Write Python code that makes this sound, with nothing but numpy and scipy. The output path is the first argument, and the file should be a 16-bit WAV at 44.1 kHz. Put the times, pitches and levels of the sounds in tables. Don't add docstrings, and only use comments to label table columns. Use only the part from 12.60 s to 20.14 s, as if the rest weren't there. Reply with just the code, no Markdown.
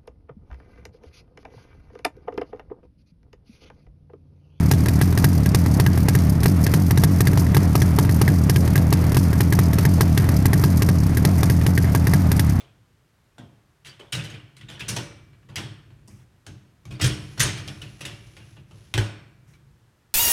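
import sys
import numpy as np
from scipy import signal
from scipy.fft import rfft, irfft, next_fast_len
from scipy.io import wavfile
from scipy.ndimage import uniform_filter1d

SR = 44100
rng = np.random.default_rng(int(sys.argv[2]) if len(sys.argv) > 2 else 0)


def output_pcm(signal):
    pcm = np.clip(np.atleast_2d(signal).T, -1, 1) * 32767
    wavfile.write(sys.argv[1], SR, np.round(pcm).astype(np.int16))


N = 332514

# [f/Hz, density level/dB]
AIR_COLOUR = [(15, -28), (25, -4), (76, 3), (620, -12.5), (1600, -14), (2350, -18), (3700, -21.5),
              (12500, -29.5), (16000, -37.5)]
# [t/s, level/dB]
RUMBLE_LEVEL = [(0, -58.5), (.7, -71.5), (1.9, -63), (2.1, -49), (2.8, -54), (3.45, -51.5), (3.8, -63.5),
                (4.2, -59.5), (4.33, -41), (5.2, -48), (7.1, -55), (7.4, -69)]
# [f/Hz, density level/dB]
RAIL_COLOUR = [(150, -13), (330, 8.5), (900, -2), (2800, 2), (4400, -2), (6000, -0.5), (8000, -10),
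               (10500, -5.5), (13000, -18), (16000, -26)]
# [start t/s, end t/s, level at the start/dB]
RAIL_PUSHES = [(4.376, 6.063, -53.5), (6.057, 6.435, -61)]
# [start t/s, length/s, level at start/dB, level at end/dB]
HAND_SCUFFS = [(3.477, 0.18, -61.5, -69), (6.866, 0.11, -63, -69)]
# [f/Hz, density level/dB]
SCUFF_COLOUR = [(120, -40), (600, -6), (2200, 0), (4300, -15), (5800, -3), (7200, -8), (11000, -10),
                (16000, -22)]
# [t/s, level/dB, factor on the wall's mode frequencies]
WALL_BUMPS = [(0.788, -14.5, 2.35), (1.566, 1, 1.5), (4.438, 11.5, 1.2), (6.344, 9.5, 1),
              (6.3795, 16, 1.005)]
# [f/Hz, level/dB, t60/s]
WALL_MODES = [(49.8, -7.5, 0.18), (105.3, 2, 0.34), (307, -16, 0.4), (368, -13.5, 0.24)]
# [f/Hz, density level/dB]
BOOM_COLOUR = [(15, -66.5), (27, -46), (45, -6), (85, -5), (110, 1.5), (135, 0), (170, -8.5), (210, -16),
               (270, -21.5), (340, -17), (500, -33.5), (900, -84)]
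# [f/Hz, level/dB, t60/s]
TUB_MODES = [(54, -18.5, .4), (91, -9, 0.98), (105.3, -1.5, 0.7), (119.87, 4.5, 0.38), (139.2, 3.5, 0.44),
             (198.7, -4.5, 0.61), (214.2, -9, 0.38), (305, -8, .6), (433, -27, 0.58)]
# [f/Hz, t60/s]
ROOM_DECAY = [(100, 1), (300, 0.72), (700, 0.6), (1800, 0.77), (4800, 0.48), (9000, 0.39), (14000, 0.27)]
# [f/Hz, level/dB, t60/s]
BASKET_MODES = [(574, 8, 0.59), (685, 2.5, 0.78), (1356, -12, 0.56), (1475, 12.5, 0.42), (1644, -13, 0.33),
                (1770, -5, 0.4), (2310, 2, 1), (2490, -3, 1), (2790, 7, 0.5), (3037, -18, 0.39),
                (3080, -1, 0.48), (3170, -9.5, 0.47), (4180, 3.5, 0.54), (4350, 0, 0.8), (5070, -13.5, 1),
                (4860, 1.5, 0.56), (6200, -5, 0.18), (6660, 3.5, .35)]
# [centre f/Hz, half width f/Hz, level before scatter/dB]
TINE_ROWS = [(3360, 98, -12.5), (5450, 180, 1), (8350, 480, -2)]
# [f/Hz, density level/dB]
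CONTACT_COLOUR = [(120, -50), (230, -14.5), (320, -4), (480, -10), (650, -11.5), (850, -13), (1550, -10.5),
                  (2300, -10.5), (3300, -8), (4400, -10), (5200, -8.5), (6400, -10), (7200, -12.5),
                  (10100, -14.5), (13000, -23), (16000, -31.5)]
# [t/s, chatter length/s, level/dB, low-mid level/dB, treble level/dB, struck wire f/Hz, tub boom level/dB]
RACK_KNOCKS = [ (0.0, 0.017, -22.5, 4, -7.5, 3230, -31), (0.781, 0.0081, -22.5, 11.5, -7.5, 3220, -8.5),
               (1.247, 0.031, -12.5, -5, -5.5, 3100, -16), (1.394, 0.011, -20.5, 10, -7, 3130, -20),
               (1.522, 0.019, 0.5, -5.5, -3, 2860, 0), (1.549, .008, -12.5, 5, 2.5, 8800, 1.5),
               (1.638, 0.013, -13, 1.5, -4, 2200, -93), (1.695, 0.021, -15, 1.5, -9, 3130, -4.5),
               (1.74, 0.012, -16, -5, -15, 2950, -10), (1.965, 0.0108, -22.5, -8, -5.5, 9000, -17),
               (2.009, 0.0089, -21, -6, -11, 3600, -12), (2.085, 0.043, -10.5, -2, -8.5, 3370, -9.5),
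               (2.194, 0.01, -10.5, -16, -8, 3440, -15), (2.205, 0.0033, -6.5, -0.5, -11, 2800, -3.5),
               (2.281, 0.015, -6, -2, 5, 9700, 4), (2.289, 0.0088, -4.5, 0, 1.5, 5750, -2),
               (2.362, 0.0075, -3, 4.5, -2, 6030, 0.5), (2.886, 0.018, -24.5, 10.5, -10.5, 2480, -10),
               (2.957, 0.0055, -2, -9.5, -4, 3260, -0.5), (2.973, 0.019, -6.5, 3.5, -7, 5430, -1.5),
               (3.476, 0.0046, -39, 16.5, 13, 8600, -9.5), (3.865, 0.0061, -17.5, 4, -3, 6300, -5.5),
               (4.253, 0.0027, -26, 7.5, -1.5, 6330, -4.5), (4.306, 0.027, -17, 4, -5.5, 2400, -0.5),
               (4.395, .009, -9, 9, -11, 4330, -7.5), (4.41, .023, 5.5, -6.5, -3, 5400, 14),
               (4.438, 0.011, 1, -1.5, 1, 3100, -10.5), (4.453, 0.016, -10.5, 6, 7, 8800, -17.5),
               (4.775, 0.016, -12, 6, -5, 5600, 2.5), (4.795, .021, 11, -3, 0.5, 6400, 11),
               (4.973, 0.017, -12.5, 3.5, -6, 3040, -1), (5.074, .009, -9.5, -0.5, -5, 5360, -3.5),
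               (5.216, 0.0082, -13.5, -0.5, -5.5, 2800, -5.5), (5.407, 0.0065, -11, 2, -3.5, 2770, -6.5),
               (5.448, 0.019, -6.5, -2.5, -3.5, 2780, -7.5), (5.766, 0.0083, -19, 0.5, -9.5, 2610, -15),
               (5.965, 0.008, -27.5, 3, -17.5, 2700, -14), (6.109, 0.0054, -33, 14, -6, 2770, -13),
               (6.3397, .002, 1, 0, -7.5, 2500, -5), (6.3773, .0045, 0.5, 5.5, -5, 1540, 2.5),
               (6.935, .006, -35, 0, -6, 2196, -36)]

AIR_DB = -64.5
PUSH_RISE_S, PUSH_RELEASE_S, PUSH_SAG_DB_PER_S = 0.11, 0.15, 5
SING_DB = -14.5
TICKS_FROM_S, TICKS_TO_S, TICK_LENGTH_S = 1.4, 4.6, 0.0048
TICK_DB, TICK_SPREAD_DB, TICK_LOW_DB, TICK_TREBLE_DB, TICK_HZ = 14, 4.5, 8.5, -15.5, 2670
SEATED_S, LOOSE_DEPTH_DB, SEATED_DEPTH_DB = 2.7, -8, -2.5
TINES_T60_S = .55
STRUCK_DB, STRUCK_WIDTH_HZ, STRUCK_T60_S = -23, 150, .55
PING_DB = -6.5
SETTLE_AFTER_S, SETTLE_STRETCH = .015, 3.5
SETTLE_DB, SETTLE_LOW_DB, SETTLE_TREBLE_DB = -7.5, 5, -11.5
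LOOSE_CHATTER_S = .009


def amp(db):
    return 10 ** (np.asarray(db) / 20)


def unit_rms(x):
    return x / np.sqrt(np.mean(x ** 2) + 1e-20)


def unit_energy(x):
    return x / np.sqrt(np.sum(x ** 2) + 1e-20)


def seconds(size):
    return np.arange(size) / SR


def dying(t60):
    return np.exp(-np.log(1000) * seconds(SR) / t60)


def read(points, hz):
    f, value = np.transpose(points)
    return np.interp(np.log(hz + 1), np.log(f + 1), value)


def level(points):
    return amp(np.interp(seconds(N), *np.transpose(points)))


def add(mix, s, sound):
    part = mix[max(round(s * SR), 0):][:len(sound)]
    part += sound[:len(part)]


def shaped(x, points):
    size = next_fast_len(len(x))
    gain = amp(read(points, np.fft.rfftfreq(size, 1 / SR)))
    return unit_rms(irfft(rfft(x, size) * gain, size)[:len(x)])


def causal(gain_db):
    log_gain = np.log(amp(np.r_[gain_db, gain_db[-2:0:-1]]))
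    return np.fft.ifft(np.exp(np.conj(signal.hilbert(log_gain)))).real[:len(gain_db)]


def ring(modes, scatter=1):
    hz, db, t60 = np.transpose(modes)[:, :, None]
    t = seconds(SR).astype(np.float32)
    strength, phase = scatter * rng.standard_normal((2, len(modes), 1))
    size = np.float32(amp(db + 2 * strength)) * np.exp(np.float32(-np.log(1000) / t60) * t)
    swing = np.sin(np.float32(2 * np.pi * hz) * t + np.float32(np.pi * phase))
    return unit_energy((size * swing).sum(0).astype(float))


def wander(per_s):
    return shaped(rng.standard_normal(N), [(per_s, 0), (2 * per_s, -20), (10 * per_s, -120)])


def air():
    return amp(AIR_DB) * shaped(rng.standard_normal(N), AIR_COLOUR)


def glide():
    t = seconds(N)
    strength = np.zeros(N)
    for start, end, db in RAIL_PUSHES:
        hold = np.clip((t - start) / PUSH_RISE_S, 0, 1)
        release = np.clip((end - t) / PUSH_RELEASE_S, 0, 1)
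        strength += hold * release * amp(db - PUSH_SAG_DB_PER_S * (t - start))
    return strength


def rolling(sing_hz=10500, waver_hz=170, width_hz=330):
    rumble = level(RUMBLE_LEVEL) * shaped(rng.standard_normal(N), BOOM_COLOUR)
    grit = rng.standard_normal(N) * amp(1.7 * wander(120))
    drift = wander(6)
    carrier = np.cos(2 * np.pi * np.cumsum(sing_hz + waver_hz * drift) / SR)
    sing = unit_rms(wander(width_hz) * carrier)
    return rumble + glide() * (shaped(grit, RAIL_COLOUR) + amp(SING_DB + drift) * sing)


def scuffs():
    out = np.zeros(N)
    for s, length, start_db, end_db in HAND_SCUFFS:
        rub = shaped(rng.standard_normal(SR), SCUFF_COLOUR)[:round(length * SR)]
        fade = amp(np.linspace(start_db, end_db, len(rub)))
        add(out, s, rub * fade * signal.windows.tukey(len(rub), .35))
    return out


def ticks(count=24):
    out = np.zeros(N)
    for k, (when, force, pitch) in enumerate(2 * rng.random((count, 3)) - 1):
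        s = TICKS_FROM_S + (TICKS_TO_S - TICKS_FROM_S) * (k + .5 + .5 * when) / count
        db = np.interp(s, *np.transpose(RUMBLE_LEVEL)) + TICK_DB + TICK_SPREAD_DB * force
        tick = clack(TICK_LENGTH_S, TICK_LOW_DB, TICK_TREBLE_DB, TICK_HZ * (1 + .15 * pitch))
        add(out, s, amp(db) * tick)
    return out


def bumps(swell=0.0035):
    out = np.zeros(N)
    for s, db, pitch in WALL_BUMPS:
        modes = np.array(WALL_MODES) * [pitch, 1, 1]
        add(out, s, amp(db) * ring(modes, scatter=0) * (1 - np.exp(-seconds(SR) / swell)))
    return out


def boom(depth_db, diffuse_t60=0.59, swell=0.0098):
    diffuse = unit_energy(shaped(rng.standard_normal(SR), BOOM_COLOUR) * dying(diffuse_t60))
    swing_up = (1 - np.exp(-seconds(SR) / swell)) ** 2
    panels = unit_energy((diffuse + amp(0.5) * ring(TUB_MODES)) * swing_up)
    depth = [(15, -25), (38, depth_db), (70, depth_db), (110, 0)]  # [f/Hz, gain/dB]
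    return signal.fftconvolve(panels, causal(read(depth, np.fft.rfftfreq(16384, 1 / SR))))[:SR]


def tail(t60s, rise, patchy_db=1.5):
    hz, t, z = signal.stft(rng.standard_normal(SR), SR, nperseg=512)
    patches = amp(patchy_db * rng.standard_normal((len(hz), 1)))
    decay = np.exp(-np.log(1000) * t / read(t60s, hz)[:, None])
    echoes = signal.istft(z * patches * decay, SR)[1][:SR]
    return unit_energy(echoes * (1 - np.exp(-seconds(SR) / rise)))


def tines(scatter_db=3):
    hz = np.fft.rfftfreq(SR, 1 / SR)
    luck_db = scatter_db * rng.standard_normal(len(TINE_ROWS))
    gain = np.zeros(len(hz))
    for (centre, width, db), luck in zip(TINE_ROWS, luck_db):
        gain += amp(db + luck) * np.exp(-((hz - centre) / width) ** 2)
    return unit_energy(irfft(rfft(rng.standard_normal(SR)) * gain) * dying(TINES_T60_S))


def cluster(hz, width_hz, t60):
    gain = np.exp(-((np.fft.rfftfreq(SR, 1 / SR) - hz) / width_hz) ** 2)
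    return unit_energy(irfft(rfft(rng.standard_normal(SR)) * gain) * dying(t60))


def pings(length, count=14, low_hz=1500, high_hz=11000, ring_s=0.0032, spread_db=4):
    t, out = seconds(2048), np.zeros(4096)
    for when, pitch, force in rng.random((count, 3)):
        hz = low_hz * (high_hz / low_hz) ** pitch
        db = -spread_db * np.log(1 - force) - 10 * when
        clink = np.sin(2 * np.pi * hz * t) * np.exp(-t / ring_s)
        add(out, 2 * length * when, amp(db) * clink)
    return unit_energy(out)


def chatter(length, swell=0.39, spread_db=3, clump_db=4):
    sign, force, clumps = rng.standard_normal((3, 4096))
    clumps = np.tanh(unit_rms(uniform_filter1d(clumps, size=70)))
    u = seconds(len(sign)) / max(swell * length, 1e-4)
    contacts = sign * amp(spread_db * force + 2 * clump_db * clumps)
    return unit_energy(contacts * u * np.exp(-u))


def clack(length, low_db, treble_db, spot_hz, spot_db=4.5, spot_octaves=0.13):
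    hz = np.fft.rfftfreq(2048, 1 / SR)
    spot = np.exp(-(np.log2((hz + 1) / spot_hz) / spot_octaves) ** 2)
    colour_db = read(CONTACT_COLOUR, hz) + spot_db * spot
    low_mids = read([(900, 1), (1800, 0)], hz)
    treble = read([(3300, 0), (5500, 1)], hz)
    hardness_db = low_db * low_mids + treble_db * treble
    colour = causal(colour_db + hardness_db) / np.linalg.norm(causal(colour_db))
    near = amp(-2.5) * tail([(500, 0.14), (10000, 0.076)], rise=0.0025)
    near[0] += 1
    basket = amp(-14.0) * ring(BASKET_MODES, scatter=0.49) + amp(-16) * tines()
    basket += amp(STRUCK_DB) * cluster(spot_hz, STRUCK_WIDTH_HZ, STRUCK_T60_S)
    room = amp(-3.0) * tail(ROOM_DECAY, rise=0.0024)
    build_up = 1 - np.exp(-2 * seconds(SR) / length)
    contacts = unit_energy(chatter(length) + amp(PING_DB) * pings(length))
    close = signal.oaconvolve(contacts, near)[:SR]
    return signal.oaconvolve(close + (basket + room) * build_up, colour)[:SR]


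def knocks():
    out = np.zeros(N)
    for s, length, db, low_db, treble_db, spot_hz, boom_db in RACK_KNOCKS:
        add(out, s, amp(db) * clack(length, low_db, treble_db, spot_hz))
        settle = clack(SETTLE_STRETCH * length, low_db + SETTLE_LOW_DB,
                       treble_db + SETTLE_TREBLE_DB, spot_hz)
        looseness = min(length / LOOSE_CHATTER_S, 1)
        add(out, s + SETTLE_AFTER_S, amp(db + SETTLE_DB) * looseness * settle)
        depth_db = LOOSE_DEPTH_DB if s < SEATED_S else SEATED_DEPTH_DB
        add(out, s, amp(boom_db) * boom(depth_db))
    return out


def scene():
    return (air() + rolling() + scuffs() + ticks() + bumps() + knocks())[None]


def record(dry):
    low_cut = signal.butter(2, 28, "highpass", fs=SR, output="sos")
    band_limit = signal.firwin(511, 16100, window=("kaiser", 9), fs=SR)
    return signal.oaconvolve(signal.sosfilt(low_cut, dry), band_limit[None], "same")


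dry = scene()
out = record(dry)
output_pcm(out)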